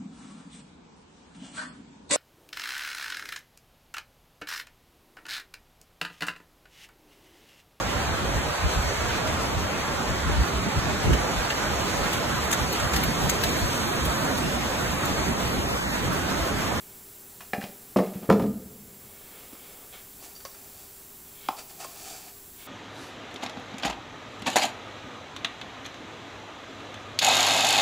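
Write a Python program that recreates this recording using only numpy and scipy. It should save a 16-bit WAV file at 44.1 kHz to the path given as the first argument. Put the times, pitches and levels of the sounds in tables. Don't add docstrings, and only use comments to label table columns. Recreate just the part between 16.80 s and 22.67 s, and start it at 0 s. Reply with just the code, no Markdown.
import sys
import numpy as np
from scipy import signal
from scipy.fft import rfft, irfft
from scipy.io import wavfile

SR = 44100
rng = np.random.default_rng(int(sys.argv[2]) if len(sys.argv) > 2 else 0)


def digitize_waveform(pressure):
    field = np.atleast_2d(pressure).T
    bounded = np.clip(field, -1, 1)
    quanta = np.round(bounded * 32767).astype(np.int16)
    wavfile.write(sys.argv[1], SR, quanta)


def volts_from_db(level):
    exponent = np.asarray(level, float) / 20
    return 10 ** exponent


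N = 258867

# peak_s, rise_s, fall_s, level_db, brightness_db
DRAG_STROKES = [
    (3.444, .08, 0.1, -49.5, 0),
    (3.83, 0.3, 0.21, -60.5, -1.5),
    (3.992, 0.11, 0.23, -58, 1.5),
    (4.165, 0.033, 0.14, -64.5, 11),
    (4.79, 0.028, 0.034, -42, -1),
    (4.9, 0.015, 0.037, -50.5, 0),
    (5.006, 0.017, 0.062, -47, -2.5),
    (5.05, 0.044, 0.013, -45, -1.5),
    (5.31, 0.44, 0.24, -45.5, 0.5),
    (5.49, 0.11, 0.025, -59, -2.5),
]
# peak_s, rise_s, fall_s, level_db, brightness_db
BRUSH_STROKES = [(.11, 0.22, 0.2, -67, -3), (1.27, .03, 0.18, -61, -7), (1.43, 0.014, 0.18, -57, -9.5),
                 (2.23, 0.048, 0.059, -77, -6), (2.6, 0.78, .4, -58, -2), (2.86, 0.15, 0.35, -65, 4.5),
                 (3.04, 0.32, .15, -70, -11), (3.135, .02, 0.13, -52, 0.5), (4.66, 0.21, 0.095, -57.5, 6),
                 (5.822, 0.08, 0.058, -55, 4.5), (5.87, 0.04, .05, -54.5, 1)]


def level(x, db):
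    return x * volts_from_db(db) / np.sqrt(np.mean(x ** 2))


def band(x, hz, width_hz):
    return signal.lfilter(*signal.iirpeak(hz, hz / width_hz, fs=SR), x)


def fade(t, t60_s):
    return np.exp(-np.log(1000) * t / t60_s)


def thin(x, low_hz):
    return signal.sosfilt(signal.butter(2, low_hz, "high", fs=SR, output="sos"), x)


def knocks(events, modes, rattle_firm_ms):
    # centre_hz, width_hz, gain_db
    crack_bands = [(750, 510, 26.5), (1500, 1200, 24), (2400, 860, 11), (4760, 800, -5), (10800, 11000, 7)]
    out = np.zeros(N + SR)
    t = np.arange(SR // 2) / SR
    hz, db, t60_s = np.transpose(modes)[:, :, None]
    t60_s = np.minimum(t60_s, 0.1)
    signs = (-1) ** np.arange(len(modes))[:, None]
    spot_gain_db, spot_octaves = 7, 0.23
    scatter_db, split = 1.5, 0.04

    for start_s, peak_db, contact_ms, crack_db, spot_hz in events:
        chance = rng.standard_normal((len(modes), 1))
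        grit = rng.standard_normal(4096)
        t_grit = t[:grit.size]

        spot_db = spot_gain_db * np.exp(-(np.log2(hz / spot_hz) / spot_octaves) ** 2)
        strength = signs * volts_from_db(db + spot_db + scatter_db * chance)
        lower = np.sin(2 * np.pi * hz * (1 - split * chance / 2) * t)
        upper = np.sin(2 * np.pi * hz * (1 + split * chance) * t)
        ring = np.sum(strength * fade(t, t60_s) * (lower + 0.41 * upper), axis=0)

        rattle_ms = rattle_firm_ms * 2 ** (-peak_db / 11.5)
        decay = np.exp(-1000 * t_grit / max(rattle_ms, 0.2))
        contacts = decay * grit * 0.062
        contacts[0] = 1
        stroke = 1000 * t[:512] / max(contact_ms, 0.01)
        force = np.convolve(contacts, stroke * np.exp(-stroke))
        hit = signal.fftconvolve(ring, force)[:t.size]

        tearing = grit * (fade(t_grit, 0.035) + 0.61 * decay ** 0.25)
        crack = sum(volts_from_db(gain_db) * band(tearing, f, width) for f, width, gain_db in crack_bands)
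        hit /= np.abs(hit).max()
        hit[:grit.size] += volts_from_db(crack_db) * crack / np.abs(crack).max()
        i = int(start_s * SR)
        out[i:i + t.size] += volts_from_db(peak_db) * hit
    return out[:N]


def lid_knocks():
    # start_s, peak_db, contact_ms, crack_db, favoured_hz
    prises = [
        (.606, -39, 0.064, 7, 1000),
        (.611, -47, 0.031, 2, 1580),
        (.7335, -13.5, 0.067, -10, 1500),
        (.745, -27.5, 0.035, -5, 600),
        (.780, -23.5, 0.71, -22, 260),
        (.811, -56, 0.25, 23, 1800),
        (.816, -28.5, .06, -20, 1750),
        (.826, -33.5, 0.18, 3, 2400),
        (.838, -27.5, 0.44, -2, 240),
    ]
    # start_s, peak_db, contact_ms, crack_db, favoured_hz
    drops = [
        (1.1605, -9, 0.24, -23, 570),
        (1.169, -19.5, .35, -4, 190),
        (1.1755, -27, 0.59, -19, 204),
        (1.1865, -12, 0.15, -17.5, 525),
        (1.198, -17, 0.49, -17, 210),
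        (1.232, -30, 0.084, -9, 1100),
        (1.262, -33, .25, -9, 400),
        (1.335, -46, 0.53, 6, 200),
        (1.354, -24, 1, -25, 205),
        (1.425, -29, 0.87, -14, 420),
    ]
    # pitch_hz, level_db, t60_s
    rim_modes = [(210, -2, 0.065), (300, -13.5, 0.094), (420, 3.5, 0.026), (590, 4.5, 0.032),
                 (670, 4, 0.029), (760, 7.5, 0.028), (832, 0, 0.039), (1070, -2, 0.014),
                 (1310, -2.5, 0.038), (1535, -0.5, 0.033), (1750, 9, 0.014), (2080, 0, 0.032),
                 (2160, 1, .04), (2480, 7.5, 0.019), (2660, -25, .04), (3200, -24, .03), (5200, -24, .03)]
    # pitch_hz, level_db, t60_s
    lid_modes = [(108.5, -35, 0.14), (150, -32, 0.07), (175.5, -7, 0.12), (200, 0.5, 0.071),
                 (272, -6.5, 0.15), (350, -1, 0.041), (438, -4, 0.12), (490, -1.5, 0.045),
                 (622, -2.5, 0.11), (735, -3, 0.056), (913, -1, 0.045), (1000, -8, 0.05),
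                 (1097, -1.5, 0.055), (1273, -5, 0.066), (1500, -6, 0.038), (1700, -9, .05),
                 (1880, -5, .05), (2130, -3, 0.072), (2600, -7, .04), (3380, -16, .04)]
    return knocks(prises, rim_modes, 0.58) + knocks(drops, lid_modes, 1.96)


def drum_thuds():
    # start_s, peak_db, contact_ms, crack_db, favoured_hz
    thuds = [(1.4895, -9, 0.53, -39, 330), (1.4995, -2, 0.021, -14.5, 415), (1.511, -9, 0.51, -17, 200),
             (1.524, -11, 0.26, -9.5, 420), (1.545, -28, 0.33, -14, 210), (1.5965, -17.5, 0.16, -13, 890),
             (1.620, -14, .89, -16, 300), (1.608, -31, 0.37, -19, 423), (1.637, -18.5, 0.27, -23, 350),
             (1.66, -24.5, 0.88, -10, 210), (1.685, -44, .19, -27, 500), (1.760, -48, .68, -27, 197),
             (1.855, -37, 0.75, -30, 192), (1.920, -48, 0.28, -30, 417), (1.979, -46, 1, -30, 193)]
    # pitch_hz, level_db, t60_s
    drum_modes = [(93, -13, 0.16), (134, -14, .15), (177, -23, 0.082), (198.7, 8.5, 0.14), (220, 6, 0.19),
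                  (269, 6, 0.048), (330, -26, 0.062), (390, 4.5, 0.027), (432.4, 9, 0.12), (524, 6.5, 0.3),
                  (645, 2, 0.11), (712, 0, 0.25), (815, -3, 0.11), (907, 2, 0.038), (1016, -1, 0.066),
                  (1193, 5, 0.08), (1303, 8.5, 0.039), (1426, 1.5, 0.046), (1690, 3, 0.058),
                  (1840, 3, 0.032), (2020, 0, 0.032), (2280, -10, .06), (2720, -11.5, .06),
                  (4750, -17, .05)]
    return knocks(thuds, drum_modes, 1.5)


def cup_taps():
    # start_s, peak_db, contact_ms, crack_db, favoured_hz
    taps = [
        (3.425, -48, 0.13, -15, 1150),
        (2.752, -50.5, 0.067, 11, 2500),
        (3.510, -62, .091, 16, 1500),
        (3.651, -30.5, 0.39, -27, 1090),
        (4.735, -50, 0.13, -23, 1100),
        (4.783, -50, .14, -5, 760),
        (5.046, -30.5, 0.04, -17, 1100),
    ]
    # start_s, peak_db, contact_ms, crack_db, favoured_hz
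    ticks = [
        (3.552, -42, .02, -17, 4600),
        (3.562, -37, 0.018, -11, 4600),
        (3.604, -39, 0.018, -4, 4770),
        (3.6512, -27.5, .014, -5.5, 5200),
        (3.715, -45, .02, -16, 3750),
        (3.746, -40, .02, -3, 3750),
        (4.7667, -39, .02, -23, 4600),
    ]
    # pitch_hz, level_db, t60_s
    cup_modes = [(550, -2, .06), (740, -10, .06), (870, -14, .03), (1100, 0, .085), (1800, -16, .015),
                 (2500, -16, .02), (3600, -18, .02), (4700, -18, .02)]
    # pitch_hz, level_db, t60_s
    edge_modes = [(3750, -9.5, 0.014), (4600, -2, 0.043), (4640, 2, 0.011), (5700, 5.5, 0.0053),
                  (7100, 2, 0.011)]
    return knocks(taps, cup_modes, 0.062) + knocks(ticks, edge_modes, 1)


def base_raps():
    # start_s, peak_db, contact_ms, crack_db, favoured_hz
    raps = [
        (2.728, -36.5, 0.37, -7, 402),
        (4.6865, -12, 0.088, -6, 870),
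        (4.706, -34, 0.18, -3, 750),
    ]
    # pitch_hz, level_db, t60_s
    base_modes = [(210, -19.5, 0.085), (300, -10, 0.031), (440, -20.5, 0.036), (614, 0, 0.0059),
                  (777, 1, 0.027), (862, -1.5, 0.014), (1100, 1.5, 0.023), (1270, -0.5, 0.012),
                  (1800, -15, 0.013), (2400, -27, 0.019), (3680, -4, .012), (4700, -9, 0.012)]
    return knocks(raps, base_modes, 0.28)


def friction(strokes, resonances, layer_db, lean):
    t = np.arange(N) / SR
    gain = np.zeros(N)
    for peak_s, rise_s, fall_s, db, bright_db in strokes:
        away = np.maximum((peak_s - t) / rise_s, (t - peak_s) / fall_s)
        gain += volts_from_db(db + layer_db + lean * bright_db - 20 * away)
    slips_per_s, grain_db = 6000, 1.2
    happens = rng.random(N) < slips_per_s / SR
    slips = happens * volts_from_db(grain_db * rng.exponential(size=N)) * rng.standard_normal(N)
    sound = sum(volts_from_db(db) * band(band(slips, hz, width), hz, 2 * width) for hz, width, db in resonances)
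    return gain * level(sound, 0)


def cup_drag():
    # centre_hz, width_hz, gain_db
    hollow = [(710, 204, 3.5), (1090, 510, -6.5), (1750, 57, -3.5), (2400, 440, -3), (417, 480, -2.5)]
    # centre_hz, width_hz, gain_db
    rasp = [(3830, 1300, -4), (4600, 500, -1), (5300, 2200, -0.5)]
    # centre_hz, width_hz, gain_db
    fine = [(6040, 3500, -6), (7420, 1600, -0.5), (9200, 3600, -5.5)]
    hum = friction(DRAG_STROKES, hollow, 0, -1.65)
    return hum + friction(DRAG_STROKES, rasp, -1.5, 0.17) + friction(DRAG_STROKES, fine, 0, 0.33)


def skin_brush():
    # centre_hz, width_hz, gain_db
    palm = [(2207, 150, 7.5), (2500, 630, -5), (1740, 1800, 3.5)]
    # centre_hz, width_hz, gain_db
    skin = [(3010, 2400, 3), (3250, 250, 5), (3470, 520, -2)]
    # centre_hz, width_hz, gain_db
    rub = [(480, 350, -5.5), (655, 270, -17), (1150, 100, -8.5)]
    brush = friction(BRUSH_STROKES, palm, 2, 0)
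    return brush + friction(BRUSH_STROKES, skin, 0, 1) + friction(BRUSH_STROKES, rub, 0, -1.2)


def room(x):
    # centre_hz, t60_s, level_db
    tails = [(55.6, 2.2, -28.5), (92, 1.08, -29.5), (182, 0.62, -21), (300, 0.23, -18), (500, 0.29, -19),
             (1000, 0.81, -28.5), (2330, 0.41, -22), (5000, 0.35, -9)]
    t = np.arange(SR) / SR
    swell = 1 - np.exp(-t / 0.00097)
    tail = np.zeros(SR)
    for hz, t60_s, db in tails:
        noise = band(rng.standard_normal(SR), hz, 0.9 * hz)
        tail += level(noise * fade(t, t60_s) * swell, db)
    return signal.fftconvolve(x, tail / np.sqrt(SR))[:N]


def recorder_floor():
    # pitch_hz, density_db
    hiss_spectrum = [(20, 7.5), (60, 9), (250, 8), (500, 1.5), (1000, -0.5), (2500, -5), (5000, -3.5),
                     (7000, -1.5), (10000, 1.5), (13000, 4), (15500, 2.5)]
    # pitch_hz, wander_hz, level_db
    tones = [(94.5, 6.6, -82), (399.5, 12.9, -62.5), (7590, 95, -60.5)]
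    hz, db = np.transpose(hiss_spectrum)
    f = np.fft.rfftfreq(N, 1 / SR) + 1
    hiss = irfft(rfft(rng.standard_normal(N)) * volts_from_db(np.interp(np.log(f), np.log(hz), db)), N)
    rumble, hum, high = (whine(*row) for row in tones)
    high = high + whine(15190, 250, -55)
    shade_s, shade_length_s, shade_db = 1.36, 0.4, -1.5
    t = np.arange(N) / SR
    shade = volts_from_db(shade_db * np.exp(-((t - shade_s) / shade_length_s) ** 4))
    return level(hiss, -46.5) + rumble + hum + shade * high


def whine(hz, wander_hz, db):
    drift = np.sqrt(2 * np.pi * wander_hz / SR) * rng.standard_normal(N)
    return level(np.sin(np.cumsum(2 * np.pi * hz / SR + drift)), db)


def stereo_patches():
    count, size = 30, 2048
    low_hz, high_hz, half_width = 4600, 15000, 0.075
    side = np.zeros(N)
    f = np.fft.rfftfreq(size, 1 / SR)
    for place, pitch in rng.random((count, 2)):
        hz = low_hz + pitch * (high_hz - low_hz)
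        i = int(place * (N - size))
        patch = irfft(rfft(rng.standard_normal(size)) * (np.abs(f / hz - 1) < half_width))
        side[i:i + size] += level(patch, -56) * hz / high_hz * np.sqrt(np.hanning(size))
    return side * np.array([[1], [-1]])


def scene():
    lid = lid_knocks()
    drum = drum_thuds()
    inside = cup_taps() + base_raps() + cup_drag() + skin_brush()
    lid_echo = volts_from_db(-0.5) * room(thin(lid, 260))
    inside_echo = volts_from_db(-2.5) * room(thin(inside, 570))
    heard = lid + drum + thin(inside, 190) + lid_echo + room(drum) + inside_echo
    heard = thin(heard, 87)
    return heard + recorder_floor() + stereo_patches()


def band_limit(x):
    return signal.sosfilt(signal.butter(12, 17080, fs=SR, output="sos"), x)


def record(dry):
    recovery_s, top_hz = 0.22, 15690
    pole = np.exp(-1 / (recovery_s * SR))
    loud = signal.lfilter([(1 - pole) ** 2], np.convolve([1, -pole], [1, -pole]), np.abs(dry[0]))
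    top_cut = signal.ellip(12, 0.2, 70, top_hz, fs=SR, output="sos")
    mix = signal.sosfilt(top_cut, np.tanh(dry)) / (1 + 7.8 * loud)
    return band_limit(mix)


dry = scene()
out = record(dry)
digitize_waveform(out)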